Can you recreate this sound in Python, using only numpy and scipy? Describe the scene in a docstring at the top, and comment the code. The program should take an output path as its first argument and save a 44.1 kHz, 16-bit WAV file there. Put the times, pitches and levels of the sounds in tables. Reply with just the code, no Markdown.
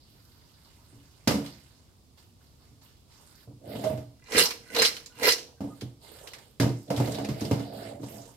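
"""A small room, close to a big steel bowl of popcorn on a table. Cheese powder is sprinkled in; something
thumps on the table and rocks to rest. The bowl is dragged off with a short stick-slip squeal and tossed
three times, the popcorn crashing back. Then it is bumped, set down and pushed around, and a hand reaches in.
Popcorn and powder are clouds of tiny brittle contacts coloured by the steel; knocks and pushes ring the
table's modes."""
import sys
import numpy as np
from scipy import signal
from scipy.fft import rfft, irfft, next_fast_len
from scipy.io import wavfile
from scipy.ndimage import uniform_filter1d

SR = 44100
rng = np.random.default_rng(int(sys.argv[2]) if len(sys.argv) > 2 else 0)


def wrap_up_sound(samples):
    """Save the sound to the file named by the first command line argument, as 16-bit audio."""
    columns = np.atleast_2d(samples).T
    # keep every value between -1 and 1, then stretch to whole-number steps
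    tamed = np.clip(columns, -1, 1)
    steps = np.round(tamed * 32767).astype(np.int16)
    wavfile.write(sys.argv[1], SR, steps)


N = 368676
ROOM_T60_S = 0.39


def from_db(db):
    """Decibels to gain."""
    return 10 ** (np.asarray(db) / 20)


def rms_one(x):
    """Scale to rms 1."""
    return x / np.sqrt(np.mean(x ** 2) + 1e-20)


def evened(x):
    """Hold a pair's mid near rms 1 over 40 ms; finer grain stays."""
    power = uniform_filter1d(x.mean(axis=0) ** 2, SR // 25)
    return x / np.sqrt(np.abs(power) + power.mean() / 1000)


def add(out, s, sound):
    """Mix a sound in at time s."""
    start = round(s * SR)
    out[:, start:start + sound.shape[-1]] += sound[:, :N - start]


def at_hz(points, hz):
    """Read a spectrum on a log-frequency axis."""
    points = np.array(points)
    return np.interp(np.log(hz + 1), np.log(points[:, 0]), points[:, 1])


def colour(x, spectrum, resonances=()):
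    """Filter by a smooth spectrum plus resonances."""
    length = x.shape[-1]
    size = next_fast_len(length, True)
    hz = np.arange(size // 2 + 1) * SR / size
    power = 1 + sum((from_db(db) ** 2 - 1) / (1 + (2 * (hz - centre) / width) ** 2)
                    for centre, width, db in resonances)
    gain = from_db(at_hz(spectrum, hz)) * np.sqrt(np.abs(power))
    return irfft(rfft(x, size) * gain, size)[..., :length]


def band(x, low_hz, high_hz):
    """Band-pass."""
    sos = signal.butter(2, [low_hz, min(high_hz, .48 * SR)], "band", fs=SR, output="sos")
    return signal.sosfilt(sos, x + 1e-18)


def ring(x, hz, width_hz):
    """One decaying mode."""
    r, w = np.exp(-np.pi * width_hz / SR), 2 * np.pi * hz / SR
    return signal.lfilter([0, np.sin(w)], [1, -2 * r * np.cos(w), r * r], x)


def fading(x, fall_s, rate_hz):
    """Spread each input over an exponential decay of equal sum."""
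    r = np.exp(-1 / (fall_s * rate_hz))
    return signal.lfilter([1 - r], [1, -r], x + 1e-18)


def swell(s, rise_s, length_s, fade_db_per_s):
    """Smooth rise from time s; the fade starts length_s later."""
    t = np.arange(N) / SR - s
    rise = np.sin(np.pi / 2 * np.clip(t / rise_s, 0, 1)) ** 2
    return rise * from_db(-fade_db_per_s * np.clip(t - length_s, 0, 1))


def swells(rows):
    """One gain curve per dB column; overlaps add in power."""
    return np.sqrt(sum(np.outer(from_db(row[4:]), swell(*row[:4])) ** 2 for row in rows))


# stereo spread: (frequency [Hz], side minus mid [dB])
STEREO_SPREAD = [(40, -7.5), (100, -9.5), (250, -8.5), (500, -6.5), (1000, -1), (2500, -1.5), (8000, 1.5)]


def stereo(pair, spectrum, resonances=()):
    """Two unrelated signals to coloured left and right, alike in the bass; mid at rms 1."""
    mid, side = colour(pair, spectrum, resonances)
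    side = colour(side, STEREO_SPREAD)
    return np.array([mid + side, mid - side]) / mid.std()


def grains(per_s, spread_db, clump_db, crunch_s, room_db):
    """Random brittle contacts, each with its own size, colour and room tail; two unrelated channels."""
    step = 12  # samples per envelope point
    onsets = np.flatnonzero(rng.random(N) < per_s / SR)
    sizes_db = spread_db * np.minimum(rng.exponential(1, len(onsets)), 4)
    edges_hz = [70, 350, 700, 1200, 1800, 2600, 3700, 5200, 7500, 11000, 17000]
    white = rng.standard_normal((3, N))
    out = np.zeros((2, N))
    for k, (low, high) in enumerate(zip(edges_hz, edges_hz[1:])):
        # contacts in one clump favour the same bands
        favour = np.interp(onsets, np.linspace(0, N, 340), rng.standard_normal(340))
        strengths = from_db(sizes_db + clump_db * favour) * rng.standard_normal(len(onsets))
        energy = np.bincount(onsets // step, strengths ** 2, N // step + 1)
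        direct = fading(energy, crunch_s, SR / step)
        tail = from_db(room_db) ** 2 * fading(energy, ROOM_T60_S / (2 * np.log(1000)), SR / step)
        envelope = np.repeat(np.sqrt(direct + tail), step)[:N]
        out += band(white[k % 2:k % 2 + 2] * envelope, low, high)
    return out


def room_tail(t, db):
    """Gain of the room's decay."""
    return from_db(db) * np.exp(-np.log(1000) * t / ROOM_T60_S)


def burst(spectrum, fall_s, room_db, resonances=()):
    """A blow: brief dense vibration, then the room's tail."""
    t = np.arange(SR // 3) / SR
    attack = 1 - np.exp(-t / 0.00026)
    decay = np.hypot(np.exp(-t / fall_s), room_tail(t, room_db))
    return stereo(rng.standard_normal((2, len(t))), spectrum, resonances) * attack * decay


# room noise: (frequency [Hz], level [dB])
ROOM_SPECTRUM = [(15, -38), (25, -11), (69, 4.5), (140, 0), (193, -7.5), (246, -5.5), (495, -16),
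                 (1140, -24), (1570, -33), (4870, -24), (6050, -29), (12800, -32.5), (15500, -38.5)]


def room_tone(level_db=-59.5):
    """Steady low noise of the room."""
    return from_db(level_db) * stereo(rng.standard_normal((2, N)), ROOM_SPECTRUM)


# fingers on the rim: (time [s], length [s], pitch [Hz], level [dB])
RIM_RUBS = [(4.635, 0.14, 1504, -56), (5.085, .1, 1456, -63), (5.544, 0.11, 1550, -71),
            (5.678, 0.092, 1230, -57)]


def rim():
    """The rubbed rim sings faintly in one narrow mode."""
    out = np.zeros((2, N))
    for s, length_s, hz, db in RIM_RUBS:
        envelope = np.hanning(round(length_s * SR))
        friction = rng.standard_normal((1, len(envelope)))
        add(out, s, from_db(db) * envelope * rms_one(ring(friction, hz, width_hz=25.5)))
    return out


# powder and its bag: (time [s], rise [s], length [s], fade [dB/s], level [dB])
POWDER_SIFTS = [(0, 0.0034, 1.75, 130, -67), (.33, .02, 0.036, 100, -74), (.64, 0.011, 0.017, 104, -64.5),
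                (1.43, 0.022, 0.032, 95.5, -51.5), (1.77, 0.016, .03, 49, -71),
                (2.165, 0.017, 0.018, 130, -60.5), (2.38, .04, .08, 44.5, -69.5),
                (2.58, 0.045, 0.068, 80, -68), (2.81, 0.012, 0.028, 77, -61.5),
                (3.06, 0.073, 0.383, 500, -62.5)]
# powder and bag relative to shifting kernels: (frequency [Hz], gain [dB])
POWDER_COLOUR = [(500, -8.5), (1100, 5), (2800, 2.5), (5000, -4.5), (8000, -1), (13000, 4)]
# kernels shifting: (time [s], rise [s], length [s], fade [dB/s], rustle [dB], hiss [dB])
KERNEL_STIRS = [(3.6, 0.2, 0.28, 120, -46.5, -51.5), (5.6, 0.028, 0.22, 129.5, -62, -64.5),
                (5.99, 0.062, 0.36, 87, -52, -55.5), (6.72, 0.036, 0.13, 105, -74, -63.5),
                (6.93, 0.049, 0.24, 90, -43, -48), (7.28, 0.043, 0.13, 90, -52.5, -58),
                (7.39, 0.01, 0.079, 96, -46, -49.5), (7.5, .04, 0.17, 84, -51.5, -59.5),
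                (7.69, 0.083, 0.21, 173, -48.5, -54), (7.99, 0.061, 0.25, 102, -51.5, -52)]
# shifting kernels: (frequency [Hz], level [dB])
STIR_SPECTRUM = [(150, 5), (450, 16), (1200, -0.5), (2500, -2), (3500, 4), (4700, 9), (6200, 1.5),
                 (8500, -2), (11000, -10), (13200, -3.5), (15500, -19)]
# bowl standing on the table: (frequency [Hz], width [Hz], lift [dB])
STANDING_BOWL = [(936, 27, 6.5), (1230, 17, 6), (1490, 110, 3.5), (1730, 16, 6), (2090, 30, 8.5),
                 (2680, 45, 1), (2943, 45, 5.5), (5000, 70, 6), (5570, 98, 4), (8500, 310, -2)]


def rustle():
    """Light contacts: powder sifts, its bag rustles, kernels shift as the bowl tilts or a hand digs in."""
    sift_gain, = swells(POWDER_SIFTS)
    rustle_gain, hiss_gain = swells(KERNEL_STIRS)
    contacts = grains(per_s=550, spread_db=2.5, clump_db=5.0, crunch_s=0.0019, room_db=4.0)
    kernels = stereo(contacts, STIR_SPECTRUM, STANDING_BOWL)
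    powder = evened(colour(band(kernels, 700, 24000), POWDER_COLOUR))
    coarse, fine = evened(band(kernels, 400, 5200)), evened(band(kernels, 5800, 16000))
    return sift_gain * powder + rustle_gain * coarse + hiss_gain * fine


def bass_cut(x):
    """Remove the deep bass below 80 Hz."""
    return signal.sosfilt(signal.butter(4, 80, "high", fs=SR, output="sos"), x)


# table under the bowl: (frequency [Hz], width [Hz], level [dB])
TABLE_MODES = [(72, 16, -21), (116.8, 9.1, -10.5), (123.1, 9.3, -1.5), (157, 8.7, -10.5), (210.6, 11, -6.5),
               (217, 16, -9.5), (283, 12.6, -2), (344, 5.3, -14.5), (398, 20, -41), (465, 35, -11)]


def thud(favoured_hz, chatter_s=0.011, chatter_db=4.5, room_db=-5, side_db=-17):
    """An impulse and its chatter ring the table; the contact point favours modes near one pitch."""
    t = np.arange(SR // 3) / SR
    envelope = np.exp(-t / chatter_s) + room_tail(t, room_db)
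    out = 0
    for hz, width, db in TABLE_MODES:
        chatter = rms_one(envelope * rng.standard_normal((2, len(t))))
        force = from_db(chatter_db) * chatter / np.sqrt(len(t))
        force[0, 0] += rng.choice([-1, 1])
        favour_db = 6 * np.exp(-(np.log2(hz / favoured_hz) / 0.47) ** 2)
        out = out + from_db(db + favour_db) * np.array([rms_one(ring(f, hz, width)) for f in force])
    mid, side = out[0], from_db(side_db) * out[1]
    return np.array([mid + side, mid - side]) / mid[:SR // 20].std()


# bowl sliding: (time [s], rise [s], length [s], fade [dB/s], judder [dB], scrape [dB])
BOWL_PUSHES = [(3.585, 0.15, 0.32, 135, -42, -42.5), (6.86, 0.056, 0.4, 151, -40.5, -41.5),
               (7.27, 0.028, 0.44, 155, -49, -46.5), (7.68, .06, 0.27, 200, -44.5, -44),
               (8.05, 0.094, .15, 122, -46.5, -52)]
# foot scraping: (frequency [Hz], level [dB])
SCRAPE_SPECTRUM = [(150, -23.5), (330, 4.5), (450, 4), (700, 3.5), (850, 1.5), (1100, -26.5), (2000, -34),
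                   (6000, -41)]
# sliding foot: (frequency [Hz], width [Hz], lift [dB])
FOOT_RESONANCES = [(470, 110, 2.5), (524, 27, 7.5), (575, 14, 13.5), (659, 53, 14), (685, 4.8, 11)]


def slides(tilt_db_per_octave=3.3):
    """Tiny slips of the bowl's foot scrape and set the table juddering."""
    judder_gain, scrape_gain = swells(BOWL_PUSHES)
    slips = grains(per_s=700, spread_db=1, clump_db=4.5, crunch_s=0.0023, room_db=-7.5)
    table = 0
    for hz, width, db in TABLE_MODES:
        tilt_db = tilt_db_per_octave * np.log2(hz / TABLE_MODES[0][0])
        table = table + from_db(db + tilt_db) * rms_one(ring(slips[:1], hz, width))
    scrape = stereo(slips, SCRAPE_SPECTRUM, FOOT_RESONANCES)
    return judder_gain * evened(bass_cut(table)) + scrape_gain * evened(scrape)


def squeal(start_s=3.825, steady_hz=628, sharp_hz=12.1, sag_s=.022):
    """The foot sticks and slips in one wavering tone that sags to a steady pitch and dies."""
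    t = np.maximum(np.arange(N) / SR - start_s, 0)
    phase = 2 * np.pi * np.cumsum(steady_hz + sharp_hz * np.exp(-t / sag_s)) / SR
    waver = rms_one(band(rng.standard_normal(N), 6.6, 45))
    tone = (1 + .15 * waver) * np.sqrt(2) * np.sin(phase + 0.095 * waver)
    envelope = from_db(-25.5) * swell(start_s, rise_s=0.052, length_s=0.05, fade_db_per_s=170.5)
    pan = from_db([[-5], [2]])
    return envelope * tone * pan


# blows on bowl and table:
# (time [s], thud [dB], clack [dB], rattle [dB], rocking time [s], favoured pitch [Hz])
BOWL_KNOCKS = [(0.928, -52.5, -67, -84.5, .13, 110), (1.274, -23, -26, -26.5, .15, 202),
               (2.714, -58.5, -89, -86, .01, 110), (3.475, -45, -58, -90, .05, 113),
               (3.753, -38, -41.5, -56, .01, 193), (3.839, -39.5, -32, -42.5, .01, 138),
               (3.895, -35, -36.5, -59, .05, 122), (3.975, -40.5, -52, -55, .01, 119),
               (5.606, -34, -39.5, -54, .12, 255), (5.821, -36, -47.5, -61, .01, 116),
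               (6.599, -22, -28, -32.5, .12, 167), (6.903, -30, -27.5, -39.5, .01, 222),
               (6.973, -28.5, -47, -41, .01, 130), (6.999, -23.5, -28, -44, .01, 153),
               (7.074, -32.5, -35.5, -46.5, .01, 200), (7.185, -34.5, -33.5, -46, .01, 208),
               (7.287, -29.5, -64, -43.5, .01, 124), (7.413, -31.5, -43, -48, .05, 292),
               (7.511, -23.5, -27, -38.5, .01, 157), (7.594, -35, -41.5, -49, .01, 252),
               (7.997, -39.5, -60, -68, .01, 265), (8.032, -40, -42.5, -56, .01, 130)]
# knocked bowl: (frequency [Hz], level [dB])
CLACK_SPECTRUM = [(80, -9.5), (200, -33), (420, 4.5), (650, 2), (850, -6.5), (1100, -15.5), (1700, -28.5),
                  (3000, -48), (8000, -42)]
# jolted popcorn: (frequency [Hz], level [dB])
RATTLE_SPECTRUM = [(300, -38), (900, 11), (1600, 4.5), (2800, 5), (3700, 3), (5000, 3), (7000, -1),
                   (11000, -6.5), (13000, -3), (15500, -19)]


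def knocks(bounce_s=.033, thud_loss_db=4, clack_loss_db=5, rattle_loss_db=9.5):
    """The table thuds, the bowl clacks, popcorn rattles on steel; each bounce is weaker and duller."""
    out = np.zeros((2, N))
    for s, thud_db, clack_db, rattle_db, rocking_s, favoured_hz in BOWL_KNOCKS:
        for k, late_s in enumerate(np.arange(0, rocking_s, bounce_s)):
            table = from_db(thud_db - k * thud_loss_db) * thud(favoured_hz)
            clack = burst(CLACK_SPECTRUM, fall_s=0.024, room_db=-5.5, resonances=STANDING_BOWL)
            clack *= from_db(clack_db - k * clack_loss_db)
            rattle = burst(RATTLE_SPECTRUM, fall_s=0.022, room_db=-3.5, resonances=STANDING_BOWL)
            rattle *= from_db(rattle_db - k * rattle_loss_db)
            add(out, s + late_s, bass_cut(table + clack) + rattle)
    return out


def clumps(per_toss=6, scatter_s=.055, over_crunch_db=-1, centre_hz=3300, spread_octaves=0.63):
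    """Clumps land at random around each crash, following its crunch level; rows as in KERNEL_LANDINGS."""
    times = np.repeat([toss[0] for toss in TOSS_CRASHES], per_toss)
    offset, pitch = rng.standard_normal((len(times), 2)).T
    times = times + scatter_s * offset
    crunch_gain = crash(CRASH_STAGES[-1])[(times * SR).astype(int)]
    pitches_hz = centre_hz * 2 ** (spread_octaves * np.clip(pitch, -2, 2))
    return list(zip(times, over_crunch_db + 20 * np.log10(crunch_gain), pitches_hz))


# single kernels and the biggest clumps: (time [s], level [dB], pitch [Hz])
KERNEL_LANDINGS = [(1.275, -26, 5000), (1.461, -45, 4150), (4.32, -33, 1980), (4.394, -17, 2930),
                   (4.456, -24, 5500), (4.506, -32.5, 2437), (4.748, -30.5, 2350), (4.763, -26.5, 3850),
                   (4.819, -17, 2140), (4.966, -39, 3000), (5.060, -43.5, 7100), (5.232, -26.5, 1800),
                   (5.282, -26.5, 4340), (5.321, -22.5, 5850), (5.81, -41, 3220), (6.273, -42, 3030),
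                   (6.334, -41, 2180), (6.384, -53, 1800), (6.600, -31, 1640), (6.622, -35.5, 1716),
                   (6.691, -48, 4430), (6.878, -58, 3550), (6.963, -38.5, 3400), (7.058, -44, 4530),
                   (7.119, -40.5, 8040), (7.146, -38.5, 3800), (7.247, -39.5, 2470), (7.408, -40.5, 6050),
                   (7.450, -41, 5000)]
# falling popcorn: (frequency [Hz], level [dB])
POPCORN_SPECTRUM = [(50, -16), (140, -14.5), (300, -15.5), (700, -2.5), (1150, -2), (1500, -2),
                    (2500, -3.5), (3250, -4), (4200, 1.5), (5500, -1), (7000, -7.5), (10000, -11),
                    (13000, -11.5), (15500, -22)]


def landings():
    """A kernel or clump strikes the steel and crunches around its own pitch."""
    out = np.zeros((2, N))
    for s, db, hz in KERNEL_LANDINGS + clumps():
        crunch = burst(POPCORN_SPECTRUM, fall_s=0.014, room_db=-14, resonances=[(hz, 0.15 * hz, 10)])
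        add(out, s, from_db(db) * band(crunch, 0.34 * hz, 18000))
    return out


# popcorn hits the bottom: (time [s], level [dB], extra lows [dB], crunch delay [s], stretch [ratio])
TOSS_CRASHES = [(4.366, -.5, 1.5, 0.04, 1.096), (4.774, -.5, 0, 0.06, 1.074), (5.250, -1, 2.5, .04, 1.02)]
# thump on the bottom, boom of the bowl, clatter on steel, crunch on kernels:
# (share of crunch delay [ratio], level [dB], core width [s], skirt [dB], skirt rise [s], skirt fall [s])
CRASH_STAGES = [(0.019, -40.5, 0.032, 1.5, 0.012, 0.081), (.47, -26, 0.03, -11.5, 0.024, 0.08),
                (.7, -20.5, .029, -5.5, .036, .048), (.98, -19.5, .03, -6, .036, .048)]


def crash(stage, heavy=False):
    """Gain of one stage over all tosses: a dense core in a skirt of stragglers."""
    share, level_db, core_s, skirt_db, rise_s, fall_s = stage
    out = 0
    for s, db, lows_db, delay_s, stretch in TOSS_CRASHES:
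        t = (np.arange(N) / SR - s - share * delay_s) / stretch
        core = np.exp(-.5 * (t / core_s) ** 2)
        skirt = from_db(skirt_db) * np.exp(np.minimum(t / rise_s, -t / fall_s))
        out = out + from_db(level_db + db + heavy * lows_db) * np.hypot(core, skirt)
    return out


# lifted bowl: (frequency [Hz], width [Hz], lift [dB])
LIFTED_BOWL = [(300.5, 54, 3.5), (997, 56, 9.5), (1368, 45, 5.5), (1623, 30, 9.5), (1996, 49, 14),
               (2065, 35, 7.5), (2170, 28, 8.5), (2397, 18, 13), (2760, 39, 12), (2900, 24, 13),
               (3110, 27, 8.5), (4095, 50, 10.5), (4140, 28, 13), (5070, 45, 11)]
# its lowest strong modes: (frequency [Hz], width [Hz], level [dB])
BOOM_MODES = [(440.5, 22, -10), (471, 18, 0), (510, 13, -7.5)]


def tosses():
    """The falling mass drums on the steel, then settles on itself; harder flow means more contacts."""
    thump_gain, boom_gain = [crash(stage, heavy=True) for stage in CRASH_STAGES[:2]]
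    clatter_gain, crunch_gain = [crash(stage) for stage in CRASH_STAGES[2:]]
    per_s = 400 + 2500 * np.sqrt(crunch_gain / crunch_gain.max())
    contacts = grains(per_s, spread_db=5.0, clump_db=7.0, crunch_s=0.0011, room_db=-0.5) / np.sqrt(per_s)
    popcorn = stereo(contacts, POPCORN_SPECTRUM, LIFTED_BOWL)
    modes = sum(from_db(db) * rms_one(ring(contacts[k % 2], hz, width))
                for k, (hz, width, db) in enumerate(BOOM_MODES))
    thump = evened(band(popcorn, 190, 352))
    boom = evened(rms_one(modes) + from_db(-13.5) * evened(band(popcorn, 370, 630)))
    clatter = evened(band(popcorn, 800, 4000))
    crunch = evened(band(popcorn, 3000, 19000))
    return thump_gain * thump + boom_gain * boom + clatter_gain * clatter + crunch_gain * crunch


def scene():
    """Popcorn, bowl and table over the quiet room."""
    return room_tone() + tosses() + landings() + rustle() + knocks() + slides() + squeal() + rim()


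# microphone ports: (frequency [Hz], left minus right [dB])
PORT_BALANCE = [(150, -0.5), (300, -2), (480, -5.5), (700, -4.5), (1000, -0.5), (1500, -0.5), (2200, -2.5),
                (2700, -3.5), (4000, -2.5), (5800, 0.5), (6700, -9.5), (8500, -19), (10000, -2),
                (15000, -4.5)]
CUTOFF_HZ = 15800


def record(dry):
    """Each microphone port has its own colour; the top is cut."""
    size = next_fast_len(N, True)
    tilt = from_db(at_hz(PORT_BALANCE, np.arange(size // 2 + 1) * SR / size))
    ports = np.array([tilt, np.ones_like(tilt)]) / np.sqrt((1 + tilt ** 2) / 2)
    heard = irfft(rfft(dry, size) * ports, size)[:, :N]
    return signal.sosfilt(signal.ellip(10, .1, 80, CUTOFF_HZ, fs=SR, output="sos"), heard)


dry = scene()
out = record(dry)
wrap_up_sound(out)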